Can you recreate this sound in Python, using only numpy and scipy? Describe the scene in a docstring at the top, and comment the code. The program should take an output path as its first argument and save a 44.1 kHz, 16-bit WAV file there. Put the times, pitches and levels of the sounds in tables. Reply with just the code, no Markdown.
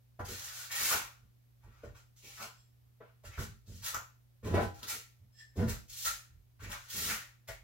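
"""Trowel on a hollow wall

A notched steel trowel spreads thick adhesive over a bumpy plasterboard wall in a small room with mains hum.
Random clicks, shaped by filters, make the landing knocks, the hiss of gritty paste and the rasp of the edge.
On bumps the teeth judder: uneven slips ring the notes of the hollow wall, and filtered noise makes it boom.
Twice the steel squeaks faintly (narrow bands of noise), and now and then a hard grain snaps."""
import sys
import numpy as np
from scipy import signal
from scipy.fft import rfft, irfft, next_fast_len
from scipy.io import wavfile
from scipy.ndimage import uniform_filter1d

SR = 44100
rng = np.random.default_rng(int(sys.argv[2]) if len(sys.argv) > 2 else 0)


def unload_wav(signal):
    """Save mono or channel-first audio to the path in sys.argv[1] as 16-bit WAV at rate SR, clipped to [-1, 1]."""
    wavfile.write(
        sys.argv[1],
        SR,
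        np.round(np.clip(np.atleast_2d(signal).T, -1, 1) * 32767).astype(np.int16),
    )


N = 336483
TIME = np.arange(N) / SR
AFTER = np.arange(SR) / SR  # seconds since a movement began
SIZE = next_fast_len(N + SR)  # room for filter tails
HZ = np.fft.rfftfreq(2 * (SIZE // 2), 1 / SR)


def amp(db):
    """Turns decibels into gain."""
    return 10 ** (np.asarray(db) / 20)


def unit(x):
    """Scales to an average (rms) size of 1."""
    return x / np.sqrt(np.mean(abs(x) ** 2) + 1e-20)


def read(points, hz=HZ):
    """Joins (frequency, value) points by straight lines on a log-frequency axis."""
    f, value = np.transpose(points)
    return np.interp(np.log(hz + 1), np.log(f), value)


def colour(points):
    """Builds a filter with the given dB outline that never sounds before its input."""
    cepstrum = irfft(np.log(amp(read(points))))
    half = len(cepstrum) // 2
    causal = np.r_[cepstrum[0], 2 * cepstrum[1:half], np.zeros(half)]
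    return np.exp(rfft(causal))


def modes(rows):
    """Builds a filter from resonances, the notes at which an object likes to ring."""
    return sum(amp(db) * 1j * HZ * width / (hz ** 2 - HZ ** 2 + 1j * HZ * width)
               for hz, width, db in rows)


def through(x, response):
    """Passes a sound through a filter."""
    return irfft(rfft(x, 2 * (len(HZ) - 1)) * response)[..., :N]


def resonate(x, hz, width_hz):
    """A resonance of gain 1 whose note follows the curve hz."""
    turn = np.exp(2j * np.pi * np.cumsum(hz * np.ones(N)) / SR)
    r = np.exp(-np.pi * width_hz / SR)
    # shift the note down to zero, smooth, and shift back up
    smooth = signal.lfilter([1 - r], [1, -r], x / turn + 1e-18)
    return 2 * (turn * smooth).real


def wander(rate_hz):
    """A slow random curve of rms 1."""
    return unit(through(rng.standard_normal(N), 1 / (1 + (HZ / rate_hz) ** 4)))


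def grains(per_s, spread_db):
    """Random clicks of either sign; a larger spread makes their sizes more uneven."""
    size = amp(spread_db * np.minimum(rng.exponential(1, N), 4))
    signed = size * rng.choice([-1, 1], N)
    return unit(signed * (rng.random(N) < per_s / SR))


def add(track, s, shape):
    """Adds a shape to a track from time s."""
    part = track[max(round(s * SR), 0):][:len(shape)]
    part += shape[:len(part)]


def envelope(attack_s, length_s, release_db_per_s, curve=1):
    """Attack, hold until length_s, then a steady fade in dB."""
    rise = np.minimum(AFTER / attack_s, 1) ** curve
    return rise * amp(-release_db_per_s * np.maximum(AFTER - length_s, 0))


# how alike left and right are in diffuse sound: (frequency [Hz], likeness [-1 to 1])
LEFT_RIGHT_LIKENESS = [(50, 0.59), (150, -0.41), (300, -0.63), (600, 0.29), (1200, -0.19), (3000, 0.0028),
                       (16000, 0.14)]


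def pair(x):
    """Blends two unrelated signals into sound from all around, its left-right likeness set by frequency."""
    # alike in the deepest bass, partly opposite from about 150 to 300 Hz, mostly unrelated in the treble
    same = np.clip(read(LEFT_RIGHT_LIKENESS), -1, 1)
    common = through(x[0], np.sqrt((1 + same) / 2))
    apart = through(x[1], np.sqrt((1 - same) / 2))
    return np.array([common + apart, common - apart])


# colour of the still room: (frequency [Hz], relative level [dB])
ROOM_AIR = [(20, -34), (40, -12), (58, 0.5), (85, -3), (130, -16.5), (200, -11.5), (400, -22), (800, -28),
            (2500, -31), (6000, -33.5), (9000, -37.5), (13000, -30), (16000, -32.5)]
# steady mains hum: (frequency [Hz], level [dB])
MAINS_HUM = [(60, -79), (120, -62.5)]


def background(air_db=-70):
    """Low rumble and hiss of the room as filtered noise, with a steady mains hum of pure tones."""
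    air = unit(through(pair(rng.standard_normal((2, N))), amp(read(ROOM_AIR))))
    hum = sum(amp(db) * np.sin(2 * np.pi * (hz * TIME + rng.random())) for hz, db in MAINS_HUM)
    return amp(air_db) * air + hum


# the teeth ride over a bump in the wall, levels before each sound's own gain:
# (start time [s], length [s], judder of the teeth [dB], thud of the board [dB], drumming of the hollow [dB])
WALL_BUMPS = [ (0.188, 0.022, -50.5, -41.5, -61.5), (0.232, 0.0077, -60, -47.5, -64),
              (0.281, 0.023, -49, -55.5, -61.5), (0.8, 0.046, -60, -63.5, -66.5),
              (0.931, 0.018, -49, -51.5, -60), (1.218, 0.022, -88, -61.5, -69.5),
              (1.656, 0.041, -69, -58.5, -71), (1.83, 0.071, -61.5, -48.5, -74),
              (2.227, 0.051, -66, -72, -85), (2.39, 0.013, -71, -73, -59), (3.244, 0.057, -68, -51, -76),
              (3.375, 0.028, -46.5, -34, -48.5), (3.474, 0.037, -79.5, -50, -68.5),
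              (3.671, 0.048, -63, -47, -56), (3.733, 0.085, -79.5, -55, -73.5),
              (3.94, 0.014, -63, -48.5, -65), (4.424, .02, -52.5, -48.5, -52.5),
              (4.446, 0.095, -40.5, -35.5, -42.5), (4.531, 0.02, -34, -39.5, -34),
              (4.596, 0.029, -36.5, -37.5, -58), (4.637, 0.013, -63.5, -47.5, -57),
              (4.821, 0.015, -55, -67, -63), (4.914, 0.052, -61, -87, -91),
              (5.191, 0.052, -84, -58.5, -80.5), (5.554, 0.0194, -43.5, -44, -49),
              (5.572, 0.048, -41.5, -30, -35.5), (5.645, 0.038, -45.5, -30, -46.5),
              (6.036, 0.094, -85, -58, -70), (6.297, 0.11, -89, -60, -86),
              (6.614, 0.079, -59, -47.5, -59.5), (6.934, .18, -56.5, -52.5, -54)]
BUMP_ATTACK_S, JUDDER_RELEASE_DB_PER_S, THUD_RELEASE_DB_PER_S = 0.012, 335, 253.5


def bumps(pressure, chatter_db=-28, lean_db=-47, lean_growth=0.45):
    """Force on the teeth, push on the board and on the hollow behind: bumps drive all three, strokes the first two."""
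    force = amp(chatter_db) * pressure
    push = amp(lean_db) * pressure ** lean_growth
    drum = np.zeros(N)
    for s, length_s, judder_db, thud_db, drum_db in WALL_BUMPS:
        shake = envelope(BUMP_ATTACK_S, length_s, JUDDER_RELEASE_DB_PER_S)
        flex = envelope(BUMP_ATTACK_S, length_s, THUD_RELEASE_DB_PER_S)
        add(force, s, amp(judder_db) * shake)
        add(push, s, amp(thud_db) * flex)
        add(drum, s, amp(drum_db) * flex)
    return force, push, drum


# colour of the slipping teeth: (frequency [Hz], relative level [dB])
JUDDER_COLOUR = [(30, -52.5), (70, -41.5), (160, 2.5), (480, 5.5), (700, -12.5), (1500, -21), (4000, -69),
                 (16000, -91.5)]
# notes of the hollow wall: (frequency [Hz], width [Hz], relative level [dB])
WALL_NOTES = [(96.3, 6.5, 16.5), (163.7, 19, 3), (183.6, 12, -3), (219.6, 17, 7), (276, 12, -3.5),
              (312, 3.9, 1), (402, 7.1, 4.5), (476, 16, -9), (477.4, 12, -0.5), (550, 16, -16.5)]
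# its upper notes, reached by hard slips: (frequency [Hz], width [Hz], relative level [dB])
WALL_UPPER_NOTES = [(654, 9, 5), (695.4, 4, -3.5), (810, 7, 0), (997, 8.4, -0.5), (1195, 13, -9.5),
                    (1320, 14, -7), (1500, 15, -10.5), (1707, 14, -14)]


def judder(force, upper_db=-1, hard_db=-30, slip_hz=420, uneven=0.6):
    """The teeth stick and slip unevenly and drum the wall; hard slips reach its upper notes."""
    slip_rate = slip_hz * np.exp(uneven * wander(rate_hz=300))
    turns = np.floor(np.cumsum(slip_rate) / SR)
    # one click for each completed turn
    clicks = np.diff(turns, prepend=0) * rng.choice([-1, 1], N) * (0.5 + rng.random(N))
    slips = force * unit(clicks)
    hardness = np.minimum(force / amp(hard_db), 1) ** 0.81
    body = through(slips, unit(colour(JUDDER_COLOUR) + modes(WALL_NOTES)))
    upper = through(slips * hardness, unit(modes(WALL_UPPER_NOTES)))
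    return body + amp(upper_db) * upper


# colour of the booming board: (frequency [Hz], relative level [dB])
BOARD_COLOUR = [(20, -39), (35, -23.5), (48, 5), (62, -5.5), (80, 2), (99, 3.5), (125, -8.5), (200, -31),
                (500, -55), (2000, -88)]


def board(push, level_db=-1, stiff_db=-44, sag_hz=66, yielding=1.0):
    """The whole board flexes and booms as it is pushed; pressed hard, it loses its deepest rumble."""
    boom = through(rng.standard_normal(N), colour(BOARD_COLOUR))
    # even out the noise so that the push alone sets the loudness
    boom = boom / np.sqrt(abs(uniform_filter1d(boom ** 2, size=1800)) + 1e-12)
    sag = through(boom, 1 / (1 + (HZ / sag_hz) ** 8))
    held = 1 - np.maximum(push / amp(stiff_db), 1) ** -yielding
    return amp(level_db) * push * (boom - held * sag)


def cavity(drum, centre_hz=185, width_hz=60):
    """Bumps also drum the low notes of the hollow behind the board: clicks ring its resonances."""
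    hollow = modes(WALL_NOTES) * modes([(centre_hz, width_hz, 0)]) ** 2
    return through(drum * grains(per_s=1800, spread_db=2.0), unit(hollow))


# the blade lands, strikes a bump or flicks off, levels before the gains below:
# (time [s], clack level [dB], clack centre [Hz], thump of the board [dB], tick level [dB])
BLADE_KNOCKS = [(0.19, -39, 745, -41.5, -54.5), (1.632, -63, 814, -48, -69), (1.831, -46, 430, -46, -66.5),
                (2.159, -71.5, 2514, -72, -61), (3.002, -45, 428, -62.5, -105), (3.232, -57, 560, -56, -60),
                (3.371, -42, 1260, -35, -62), (3.937, -35.5, 1160, -59, -61), (4.533, -26.5, 312, -49, -68),
                (4.569, -26.5, 625, -49, -72), (4.584, -28, 375, -54, -74), (4.821, -49, 1370, -68, -59),
                (5.587, -37, 427, -29.5, -55), (5.619, -30.5, 224, -47.5, -72.5),
                (6.046, -60, 1420, -61, -31), (6.591, -59, 1250, -38.5, -69),
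                (7.475, -59.5, 1820, -42, -42.5), (7.485, -45.5, 573, -45.5, -67)]
# colour of a clack: (frequency [Hz], relative level [dB])
CLACK_COLOUR = [(100, -14), (280, -3.5), (450, 0.5), (650, -3.5), (1000, 0.5), (2000, -3.5), (4000, -17),
                (16000, -59)]
# notes of the steel blade, damped by paste: (frequency [Hz], width [Hz], relative level [dB])
BLADE_NOTES = [(584, 27, 0), (840, 35, -7), (1178, 21, -2), (1364, 120, 6), (1476, 150, -9), (1807, 39, -1),
               (1870, 45, -5.5), (2350, 67, -24.5), (2390, 42, -10.5), (3220, 80, -11.5)]


def knocks(clack_db=4, thump_db=-1, settle_s=0.015, wall_db=1, sharpness=3.55, cushion_s=0.0068):
    """The teeth hit in a brief rattle of clicks: a clack of blade and wall, a thump and a bright tick."""
    clack, thump, tick = np.zeros((3, N))
    rattle = grains(per_s=3000, spread_db=-0.1)
    wall = modes(WALL_NOTES + WALL_UPPER_NOTES)
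    struck = colour(CLACK_COLOUR) + modes(BLADE_NOTES) + amp(wall_db) * wall
    for s, hit_db, centre_hz, low_db, high_db in BLADE_KNOCKS:
        contact = rattle * np.clip((TIME - s) / cushion_s, 0, 1) * np.exp(-abs(TIME - s) / settle_s)
        # the more paste cushions the blow, the lower the notes it excites
        excited = modes([(centre_hz, centre_hz / sharpness, 0)])
        clack += amp(hit_db) * through(contact, unit(struck * excited))
        thump += amp(low_db) * contact
        tick += amp(high_db) * contact
    low = through(thump, unit(colour(BOARD_COLOUR)))
    bright = through(tick, unit(colour(PASTE_COLOUR)))
    return amp(clack_db) * clack + amp(thump_db) * low + bright


# the blade is drawn through the paste; its loudness swells, or sinks where the swell is negative:
# (start time [s], swell time [s], hold time [s], swell [dB], paste hiss before its gain [dB],
#  rasp of the steel edge before its gains [dB], note of the air wedge under the blade [Hz])
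PASTE_DRAGS = [ (0.238, 0.027, 0.38, 15, -47.5, -56.5, 1610), (0.695, 0.0086, .05, -9, -42.5, -45.5, 1900),
               (0.743, .15, 0.035, 7.5, -33.5, -40.5, 1700), (1.602, 0.18, 0.041, 10, -76, -71, 1350),
               (1.82, 0.0029, 0.017, -2, -66, -62, 1322), (1.939, 0.0081, .012, 6, -61.5, -63, 1200),
               (2.154, .005, .04, 1, -63.5, -100, 2496), (2.211, 0.041, 0.15, 18, -54, -62.5, 2276),
               (3.004, .005, .07, 1, -93, -71, 1105), (3.237, 0.01, 0.0032, -1, -54, -55.5, 1620),
               (3.3, .05, .01, 3, -63, -59, 1890), (3.367, 0.043, 0.0025, 12.5, -46.5, -52, 1530),
               (3.653, 0.035, 0.13, 20.5, -59, -76, 1657), (3.814, 0.052, 0.014, 28, -39.5, -47.5, 1626),
               (4.426, 0.017, 0.057, 3, -58.5, -57, 1390), (4.55, 0.066, .006, 19, -52.5, -62.5, 1290),
               (4.731, .1, .015, 5.5, -57.5, -65, 1392), (4.868, 0.0062, 0.0092, 7, -34.5, -47.5, 1710),
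               (5.549, 0.06, 0.05, -2, -61, -79.5, 1027), (5.669, 0.015, 0.01, 15, -43, -47.5, 1442),
               (5.87, 0.17, 0.027, 17.5, -41.5, -64, 1713), (6.586, 0.06, .012, 17.5, -55, -54, 1700),
               (6.676, 0.026, .01, 9, -48.5, -52, 1400), (6.78, 0.031, 0.081, 10, -60, -65.5, 1520),
               (6.872, 0.11, 0.094, 43, -37.5, -50.5, 1736), (7.471, 0.0045, 0.014, -1, -53, -49.5, 1847)]
DRAG_ATTACK_S, DRAG_RELEASE_DB_PER_S = 0.016, 253.5
RASP_GROWTH = 0.93  # share of the swell in dB that the rasp follows
# the blade flattens and peels off the paste, levels before each sound's own gain:
# (crest time [s], rise time [s], fade [dB per s], paste hiss [dB], rasp [dB],
#  wedge note [Hz], its sag [octaves], bite of the steel [dB])
BLADE_LIFTS = [ (0.918, .04, 185.5, -35.5, -34.5, 1200, .9, -46),
               (2.425, 0.061, 281.5, -46, -46.5, 1157, .7, -61),
               (3.948, .03, 281.5, -55, -47, 1100, .6, -73),
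               (4.556, 0.023, 419.5, -72, -42.5, 900, 0.34, -68),
               (4.903, 0.017, 204, -39, -47.5, 2075, 0.17, -52.5),
               (6.057, .016, 184, -37.5, -44, 1750, .1, -43), (6.73, 0.035, 363, -47.5, -45, 1518, .4, -70),
               (7.101, 0.036, 182, -37, -39, 1750, .2, -63)]
PEEL_CURVE = 0.87  # shape of the rise to the crest: 1 is straight, more is steeper at the end
CLING_DB, CLING_DB_PER_S = -22.5, 105  # the edge rasps on faintly after the crest
SAG_LAG_S, SAG_WIDTH_S = 0.04, 0.03  # the wedge note sags just after each crest


def strokes():
    """Drag through paste, pressure on the edge and note of the air wedge; the stronger movement sets the note."""
    # movements add up as power, so these tracks hold squares
    drag, pressure, note = np.zeros((3, N))
    for s, swell_s, hold_s, swell_db, hiss_db, rasp_db, note_hz in PASTE_DRAGS:
        contact = envelope(DRAG_ATTACK_S, swell_s + hold_s, DRAG_RELEASE_DB_PER_S)
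        speed = np.interp(AFTER, [0, swell_s], [amp(-swell_db), 1])
        rasp = (amp(rasp_db) * contact * speed ** RASP_GROWTH) ** 2
        add(drag, s, (amp(hiss_db) * contact * speed) ** 2)
        add(pressure, s, rasp)
        add(note, s, rasp * note_hz)
    for s, rise_s, fade_db_per_s, hiss_db, rasp_db, note_hz, sag_octaves, _ in BLADE_LIFTS:
        peel = envelope(rise_s, rise_s, fade_db_per_s, PEEL_CURVE)
        cling = amp(CLING_DB) * envelope(rise_s, rise_s, CLING_DB_PER_S)
        sag = sag_octaves * np.exp(-((AFTER - rise_s - SAG_LAG_S) / SAG_WIDTH_S) ** 2)
        rasp = (amp(rasp_db) * (peel + cling)) ** 2
        add(drag, s - rise_s, (amp(hiss_db) * peel) ** 2)
        add(pressure, s - rise_s, rasp)
        add(note, s - rise_s, rasp * note_hz / 2 ** sag)
    return np.sqrt(drag), np.sqrt(pressure), note / (pressure + 1e-30)


# colour of the gritty paste: (frequency [Hz], relative level [dB])
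PASTE_COLOUR = [(200, -23.5), (800, -24.5), (1600, -15.5), (2800, -1), (4000, 2.5), (5000, 2.5), (7400, 5),
                (8200, -1), (12000, 0.5), (16000, -2.5)]


def paste(drag, level_db=0.5, clump_db=3.0, brighten=0.2, firm_db=-40):
    """Fine grit crackles under the teeth in clumps; a faster drag adds more fizz."""
    crackle = grains(per_s=14000, spread_db=0.0) * amp(clump_db * wander(rate_hz=100))
    grit = drag * unit(crackle)
    fizz = through(grit, 1 / (1 + (7800 / (HZ + 1)) ** 16))  # only the top of the treble
    grit = grit + fizz * ((drag / amp(firm_db)) ** brighten - 1)
    return amp(level_db) * through(grit, unit(colour(PASTE_COLOUR)))


# colour of the rasping edge: (frequency [Hz], relative level [dB])
EDGE_COLOUR = [(150, -40), (450, -21.5), (900, -0.5), (1400, -15.5), (2300, 1.5), (3500, -9.5),
               (6000, -20.5), (16000, -72)]


def edge(pressure, note_hz, level_db=-4, clump_db=1.4, wedge_db=-3, wedge_width_hz=950):
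    """The steel edge catches on coarser grains, which ring the blade and the wedge of air beneath it."""
    catches = unit(grains(per_s=4000, spread_db=2.5) * amp(clump_db * wander(rate_hz=95)))
    once = resonate(catches, note_hz, wedge_width_hz)
    hollow = unit(resonate(once, note_hz, wedge_width_hz))
    steel = through(pressure * catches, unit(colour(EDGE_COLOUR) + modes(BLADE_NOTES)))
    return amp(level_db) * steel + amp(wedge_db) * pressure * hollow


# the blade's strongest bending note: (frequency [Hz], width [Hz], relative level [dB])
BITE_NOTE = [(1369, 56, 0)]


def bite(hold_s=0.018, release_db_per_s=300):
    """The edge digs in as the blade peels off, and the clicks set its strongest note ringing."""
    grip = np.zeros(N)
    for s, rise_s, *_, bite_db in BLADE_LIFTS:
        hold = envelope(rise_s, rise_s + hold_s, release_db_per_s, PEEL_CURVE)
        add(grip, s - rise_s, amp(bite_db) * hold)
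    return through(grip * grains(per_s=2500, spread_db=2.0), unit(modes(BITE_NOTE)))


def follow(tables, axis):
    """Gain over time from one dB column of the tables; silent outside each one."""
    gain = 0
    for rows in tables:
        columns = np.array(rows)
        gain = gain + amp(np.interp(TIME, columns[:, 0], columns[:, axis], left=-200, right=-200))
    return gain


# faint dry squeaks, one list each: (time [s], level of the low note [dB], level of the overtones [dB])
FAINT_SQUEAKS = [
    [(2.52, -105, -76), (2.6, -100, -73.5), (2.7, -105, -96)],
    [(5.32, -100, -80), (5.37, -70.5, -64), (5.41, -64, -65.5), (5.44, -71, -72), (5.475, -93, -84),
     (5.51, -76, -79), (5.535, -75, -90), (5.56, -88, -97)],
]
# low note of a squeak: (frequency [Hz], width [Hz], relative level [dB])
SQUEAK_LOW_NOTE = [(1783, 42, 0)]
# overtones of a squeak: (frequency [Hz], width [Hz], relative level [dB])
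SQUEAK_OVERTONES = [(2850, 50, -14), (3321, 40, -11), (5260, 30, 3), (5640, 200, -18), (7460, 110, -3)]


def squeak(rub_db=-7, flutter_db=3):
    """A corner of bare steel sings faintly on the wall over a dry rub; its overtones speak first."""
    note = unit(through(rng.standard_normal(N), modes(SQUEAK_LOW_NOTE)))
    overtones = unit(through(rng.standard_normal(N), modes(SQUEAK_OVERTONES)))
    rub = unit(through(rng.standard_normal(N), modes([(4540, 3900, 0)]) ** 2))
    overtones = overtones + amp(rub_db) * rub
    song = follow(FAINT_SQUEAKS, axis=1) * note + follow(FAINT_SQUEAKS, axis=2) * overtones
    return song * amp(flutter_db * wander(rate_hz=70))


# hard grains cracking under a tooth: (time [s], level [dB])
GRAIN_SNAPS = [(3.863, -15), (3.945, -17), (4.828, -37), (4.831, -20.5), (4.909, -41)]


def snaps(size_s=0.0002):
    """A hard grain bursts: noise that dies in a fraction of a millisecond, coloured like the paste."""
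    force = sum(amp(db) * (TIME >= s) * np.exp(-abs(TIME - s) / size_s) for s, db in GRAIN_SNAPS)
    return through(force * rng.choice([-1, 1], N), unit(colour(PASTE_COLOUR)))


# time for the echoes to fall by 60 dB: (frequency [Hz], time [s])
ECHO_DECAY = [(100, 0.81), (260, 0.4), (700, 0.31), (1840, 0.35), (5000, 0.36), (9000, 0.33), (16000, 0.35)]


def echoes(first_s=0.001, corner=1.0, corner_s=0.045):
    """One spot on the wall heard in both ears: a burst from the near corner, then a tail dying band by band."""
    burst = 1 + corner * np.exp(-AFTER / corner_s)
    taps = rng.standard_normal((2, SR)) * (AFTER > first_s) * burst
    hz, t, z = signal.stft(taps, SR, nperseg=256)
    decay = amp(-60 * t / read(ECHO_DECAY, hz)[:, None])
    tail = signal.istft(z * decay, SR, nperseg=256)[1]
    return tail / np.linalg.norm(tail, axis=1, keepdims=True)


# strength of the echoes: (frequency [Hz], level over the direct sound [dB])
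ECHO_STRENGTH = [(60, -9.5), (200, -16.5), (500, -1.5), (1500, 8.5), (6000, 6), (16000, 3.5)]


def room(x, lag_s=6e-5, spots_per_s=16, count=5):
    """Direct sound from slightly right, plus a few echo patterns that fade in and out in turn, over and over."""
    wetness = amp(read(ECHO_STRENGTH))
    direct = through(x, 1 / np.sqrt(1 + wetness ** 2 / 2))
    sent, wet = through(direct, wetness), 0
    for spot in range(count):
        nearness = np.sin(np.pi / 2 * np.minimum((TIME * spots_per_s + spot) % count, 2))
        wet = wet + signal.oaconvolve((sent * nearness)[None], echoes(), axes=1)[:, :N]
    left = through(direct, np.exp(-2j * np.pi * HZ * lag_s))  # arrives a little later
    return np.array([left, direct]) + pair(wet)


def scene():
    """All the sounds of the trowel in the room, over the background."""
    drag, pressure, note_hz = strokes()
    force, push, drum = bumps(pressure)
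    wall = judder(force) + board(push) + cavity(drum)
    trowel = knocks() + paste(drag) + edge(pressure, note_hz) + bite() + squeak() + snaps()
    return room(trowel + wall) + background()


# tilt between the two microphones: (frequency [Hz], left minus right level [dB])
MICROPHONE_BALANCE = [(40, -3.5), (130, -1.3), (300, -0.5), (650, 1.5), (1400, 1.5), (5000, 1), (10000, -2),
                      (16000, 0)]


def record(dry, low_cut_hz=30, high_cut_hz=15900):
    """Two slightly unequal microphones, with the deepest bass and the highest treble cut away."""
    heard = through(dry, amp(np.outer([0.5, -0.5], read(MICROPHONE_BALANCE))))
    low_cut = signal.butter(3, low_cut_hz, "highpass", fs=SR, output="sos")
    heard = signal.sosfilt(low_cut, heard)
    high_cut = signal.firwin(511, high_cut_hz, window=("kaiser", 9), fs=SR)
    return signal.oaconvolve(heard, high_cut[None], "same")


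dry = scene()
out = record(dry)
unload_wav(out)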